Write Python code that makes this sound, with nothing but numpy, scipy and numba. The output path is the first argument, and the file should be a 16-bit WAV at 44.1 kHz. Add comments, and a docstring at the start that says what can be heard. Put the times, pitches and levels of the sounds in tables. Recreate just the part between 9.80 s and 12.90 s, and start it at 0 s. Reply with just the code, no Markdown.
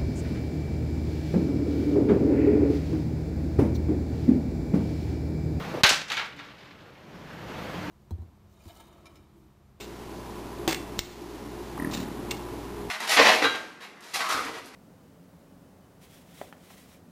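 """A small knife works a hand-held wooden figure over a bench; a fan hums in the quiet room throughout.
After the faint ringing tail of a blade snap, a chip breaks off at 0.9 s with a ringing crunch and the
blade snaps out of cuts, sharpest at 1.2 s. From 2 s it judders (stick-slip) and scrapes through the grain
while fingers rub the wood; three more snaps at 2.5 s, then a last rub. A small camera hears it: its gain
ducks with a low bump at the sharpest click, and it stores coarse, held samples."""
import sys
import numpy as np
from scipy import signal
from scipy.fft import rfft, irfft
from scipy.io import wavfile
from scipy.ndimage import uniform_filter1d
from numba import njit

SR = 44100
rng = np.random.default_rng(int(sys.argv[2]) if len(sys.argv) > 2 else 0)


def materialize(psi):
    """Save the field psi as 16-bit PCM at rate SR to the path in sys.argv[1].

    A 1-D psi becomes a single channel; in a 2-D psi each row is a channel.
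    """
    bounded = np.clip(np.atleast_2d(psi).T, -1, 1)
    quanta = np.round(bounded * 32767).astype(np.int16)
    wavfile.write(sys.argv[1], SR, quanta)


N = 136710

# air rush spectrum: f/Hz, relative density/dB
AIR_SPECTRUM = [(25, -14.5), (75, -13.5), (140, -8.5), (200, -2.5), (260, -3.5), (350, -1), (430, -4),
                (490, -10.5), (700, -11), (1000, -10), (1250, -17), (2000, -23.5), (3500, -28.5),
                (6000, -34.5)]
# mains hum: f/Hz, rms level/dB
HUM_TONES = [(58.7, -46.5), (102, -57), (120, -51)]
# fan resonances: f/Hz, width/Hz, rms level/dB
FAN_RESONANCES = [(293.9, 10, -49.5), (353.2, 8, -46), (411.2, 4, -48), (820.8, 10, -58), (999, 14, -56.5)]
# finger rubs: t/s, length/s, start level/dB, end level/dB
RUB_STROKES = [(1.979, 0.26, -37.5, -40.5), (2.36, 0.2, -43, -39), (2.706, 0.035, -36, -38.5)]
# rub spectrum: f/Hz, relative density/dB
RUB_SPECTRUM = [(60, -18), (130, -4), (200, 0), (330, -1), (500, -12), (1000, -18), (3000, -36.5)]
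# noisy tail of the opening snap (first row), then fibres tearing: t/s, length/s, start/dB, end/dB
EDGE_BURSTS = [(0.002, 0.05, -35.5, -38.5), (2.111, 0.018, -39, -38.5), (2.132, 0.02, -29, -30),
               (2.151, 0.017, -40, -40), (2.169, 0.011, -34.5, -34), (2.18, 0.058, -40.5, -46.5)]
# spectrum of those bursts: f/Hz, relative density/dB
EDGE_SPECTRUM = [(200, -8), (1000, -3), (2000, -8), (2800, -1.5), (3300, -5.5), (3850, 3.5), (4300, 0.5),
                 (4700, -3), (5600, -1), (8000, -10)]
# judder strength: t/s, knock/dB, squeak/dB, rasp/dB
JUDDER_LEVELS = [(1.977, -32, -45, -30), (2.0, -24, -29, -33), (2.025, -20, -32, -33),
                 (2.047, -19, -26, -41), (2.073, -20.5, -40, -37.5), (2.12, -23.5, -39, -36.5),
                 (2.25, -27, -43, -42), (2.33, -31, -51.5, -48), (2.46, -28.5, -53, -47)]
# rasp spectrum: f/Hz, relative density/dB
RASP_SPECTRUM = [(300, -14.5), (700, -7), (1050, 1), (1400, -9), (2200, -24), (5000, -38.5)]
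# crunch spectrum: f/Hz, relative density/dB
CHIP_SPECTRUM = [(100, -12), (300, 1), (800, 0.5), (1400, -4), (2500, -0.5), (3500, -4), (5000, -1),
                 (8000, -15)]
# ring of figure and knife: f/Hz, relative level/dB, T60/s
BODY_MODES = [(157.5, -14.5, .35), (261, -12.5, 0.087), (328.6, 0.5, .21), (404, -4, 0.058),
              (561, -12, .09), (758, -7.5, .17), (904, -7, .09), (1094, -13.5, 0.13), (1845, -21, .25),
              (2005, -17, 0.34), (2410, -18.5, 0.27), (2688, -17, 0.39), (3440, -13.5, .3),
              (4597, -15, 0.16)]
# blade leaving the wood: t/s, crack/dB, crack f/Hz, splinter/dB, blade ring/dB, gain-control bump/dB
BLADE_SNAPS = [(0.008, -45, 2700, -40, -35.5, -61), (0.8778, -15, 1210, -17, -45, -44),
               (0.9278, -17, 1900, -23, -41.5, -59), (0.9458, -12, 2480, -22, -35, -55),
               (1.1917, 3, 3870, -7, -34, -13.5), (2.5075, -25, 3580, -33, -43.5, -60),
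               (2.5106, -13, 4400, -24, -33, -59), (2.516, -18, 2450, -30, -42.5, -62)]
# blade tip ticks: t/s, level/dB
TIP_TICKS = [(0.784, -40.5), (1.1844, -36), (1.1963, -19), (1.206, -23), (1.355, -34.5), (2.568, -43)]
# blade ring: f/Hz, relative level/dB, T60/s
BLADE_MODES = [(1894, -8.5, .06), (2136, -2.5, 0.065), (2270, -3, .06), (2540, -1, .05), (2733, -1.5, .08),
               (2864, -9.5, .13), (3370, -6, .04), (3577, 2, .04), (5440, 0.5, .025)]
# splinter spectrum: f/Hz, relative density/dB
SPLINTER_SPECTRUM = [(100, -16.5), (500, -12), (1500, -16), (2200, -4), (3000, -4.5), (3600, 0.5),
                     (4600, -1), (5500, 2.5), (8000, -9)]


def undb(db):
    """Decibels to gain."""
    return 10 ** (np.asarray(db) / 20)


def unit_rms(x):
    """Scale to rms 1."""
    return x / np.sqrt(np.mean(x ** 2))


def since(start_s):
    """Seconds since start_s."""
    return np.arange(N) / SR - start_s


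def decay(start_s, tau_s):
    """Sudden onset, exponential fall."""
    t = since(start_s)
    return (t >= 0) * np.exp(-np.abs(t) / tau_s)


def colour(x, spectrum):
    """Minimum-phase filter of unit power through the spectrum's points."""
    hz, db = np.array(spectrum, float).T
    grid_hz = np.maximum(np.arange(2049) * SR / 4096, 1)
    gain = undb(np.interp(np.log(grid_hz), np.log(hz), db))
    cepstrum = irfft(np.log(gain))
    cepstrum[1:2048] *= 2  # fold onto positive time
    cepstrum[2049:] = 0
    impulse = irfft(np.exp(rfft(cepstrum)))
    return signal.fftconvolve(x, impulse / np.linalg.norm(impulse))[:N]


def ring(start_s, modes):
    """Decaying modes struck together, random polarity."""
    t = np.maximum(since(start_s), 0)
    return sum(rng.choice([-1, 1]) * undb(db - 60 * t / t60_s) * np.sin(2 * np.pi * hz * t)
               for hz, db, t60_s in modes)


def fibres(per_s, spread_db):
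    """Dense tiny fractures of uneven size, rms 1."""
    hits = rng.random(N) < per_s / SR
    signs = rng.choice([-1, 1], N)
    sizes = undb(spread_db * np.clip(rng.standard_normal(N), -2, 2))
    return unit_rms(hits * signs * sizes)


def stroke(start_s, length_s, start_db, end_db, edge_s=.0015):
    """Envelope: quick edges, sloping hold."""
    t = since(start_s)
    gate = np.clip(t / edge_s, 0, 1) * np.clip((length_s - t) / edge_s + 1, 0, 1)
    return gate * undb(start_db + (end_db - start_db) * np.clip(t / length_s, 0, 1))


def fan(air_db=-39):
    """Soft rush of air, mains hum, narrow fan resonances."""
    t = since(0)
    grid_hz = np.arange(N // 2 + 1) * SR / N
    out = undb(air_db) * unit_rms(colour(rng.standard_normal(N), AIR_SPECTRUM))
    for hz, db in HUM_TONES:
        out += undb(db) * np.sqrt(2) * np.sin(2 * np.pi * (hz * t + rng.random()))
    for hz, width_hz, db in FAN_RESONANCES:
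        peak = 1 / (1 + (2 * (grid_hz - hz) / width_hz) ** 2)
        out += undb(db) * unit_rms(irfft(rfft(rng.standard_normal(N)) * peak, N))
    return out


def room(x, t60_s=.36, tail_db=-10, delay_s=.004):
    """Direct sound plus a short diffuse tail from bench and walls."""
    tail = rng.standard_normal(N) * decay(delay_s, t60_s / np.log(1000))
    return x + undb(tail_db) * signal.fftconvolve(x, tail / np.linalg.norm(tail))[:N]


def fingers():
    """Skin drags dully over the wood as the grip tightens."""
    envelope = sum(stroke(*row, edge_s=.012) for row in RUB_STROKES)
    return colour(fibres(per_s=900, spread_db=3) * envelope, RUB_SPECTRUM)


def edge_noise():
    """Tail of the opening snap; later the edge tears through fibres in short steps."""
    envelope = sum(stroke(*row) for row in EDGE_BURSTS)
    return colour(fibres(per_s=3000, spread_db=1.5) * envelope, EDGE_SPECTRUM)


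def judder(start_s=1.9765, slips=18, period_s=.0238, slowing_s=.00038):
    """The blade sticks and slips ever more slowly; per slip a dull knock, a rough squeak and a rasp."""
    knock_hz, knock_width_s = 250, .0018
    squeak_hz, squeak_width_s = 1880, .0028
    times_s, knock_db, squeak_db, rasp_db = np.array(JUDDER_LEVELS).T
    waver = .07 * unit_rms(uniform_filter1d(rng.standard_normal(N), size=50))
    tone = np.sin(2 * np.pi * np.cumsum(squeak_hz * (1 + waver)) / SR)
    out, rasp = np.zeros(N), np.zeros(N)
    slip_s = start_s
    for k, detune in enumerate(1 + .08 * rng.standard_normal(slips)):
        t = since(slip_s)
        knock = np.exp(-(t / knock_width_s) ** 2 / 2) * np.cos(2 * np.pi * knock_hz * detune * t)
        squeak = np.exp(-(t / squeak_width_s) ** 2) * tone
        out += undb(np.interp(slip_s, times_s, knock_db)) * knock
        out += undb(np.interp(slip_s, times_s, squeak_db)) * squeak
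        rasp += undb(np.interp(slip_s, times_s, rasp_db)) * decay(slip_s, tau_s=.004)
        slip_s += period_s + k * slowing_s
    return out + colour(rasp * rng.standard_normal(N), RASP_SPECTRUM)


def chip(start_s=.8765, ring_db=-17):
    """A chip splits off in a run of fractures and sets the figure ringing."""
    envelope = stroke(start_s, length_s=.058, start_db=-21.5, end_db=-27.5)
    crunch = colour(fibres(per_s=2200, spread_db=4) * envelope, CHIP_SPECTRUM)
    return crunch + undb(ring_db) * ring(start_s, BODY_MODES)


def snaps(crack_tau_s=.00017, splinter_tau_s=.0025, bump_hz=30):
    """The blade leaves the wood: crack, splinters, blade ring. Tip ticks: splinters only."""
    splinters, out = np.zeros(N), np.zeros(N)
    for start_s, crack_db, crack_hz, splinter_db, ring_db, bump_db in BLADE_SNAPS:
        t = since(start_s)
        splinters += undb(splinter_db) * decay(start_s, splinter_tau_s)
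        out -= undb(crack_db) * np.exp(-np.abs(t) / crack_tau_s) * np.cos(2 * np.pi * crack_hz * t)
        out += undb(ring_db) * ring(start_s, BLADE_MODES)
        # low bump from the camera's gain control as it clamps on a sharp click
        out -= undb(bump_db) * decay(start_s, tau_s=.006) * np.cos(2 * np.pi * bump_hz * t)
    for start_s, db in TIP_TICKS:
        splinters += undb(db) * decay(start_s, splinter_tau_s)
    return out + colour(splinters * rng.choice([-1, 1], N), SPLINTER_SPECTRUM)


def scene():
    """Knife work in the room, over the fan; mono."""
    carving = chip() + snaps() + edge_noise() + judder() + fingers()
    return (room(carving) + fan())[None]


@njit
def duck_db(over_db, initial_db, recover_s):
    """Gain reduction: jumps to any overshoot, then relaxes."""
    relax = np.exp(-1 / (recover_s * SR))
    out, held_db = np.empty(len(over_db)), initial_db
    for i in range(len(over_db)):
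        held_db = max(held_db * relax, over_db[i])
        out[i] = held_db
    return out


def record(dry):
    """Camera: low-pass, gain control, coarse held samples, top cut."""
    band_hz, top_hz, limit_db = 5300, 15200, -10.4
    hold_samples, step = 4, 1 / 128
    x = signal.sosfilt(signal.butter(4, band_hz, fs=SR, output="sos"), dry[0])
    over_db = 20 * np.log10(np.abs(x) + 1e-9) - limit_db
    x = x * undb(-duck_db(over_db, initial_db=7.0, recover_s=.29))
    coarse = np.round(x[::hold_samples] / step) * step
    held = np.repeat(coarse, hold_samples)[:N]
    return signal.sosfilt(signal.ellip(10, .2, 70, top_hz, fs=SR, output="sos"), held)[None]


dry = scene()
out = record(dry)
materialize(out)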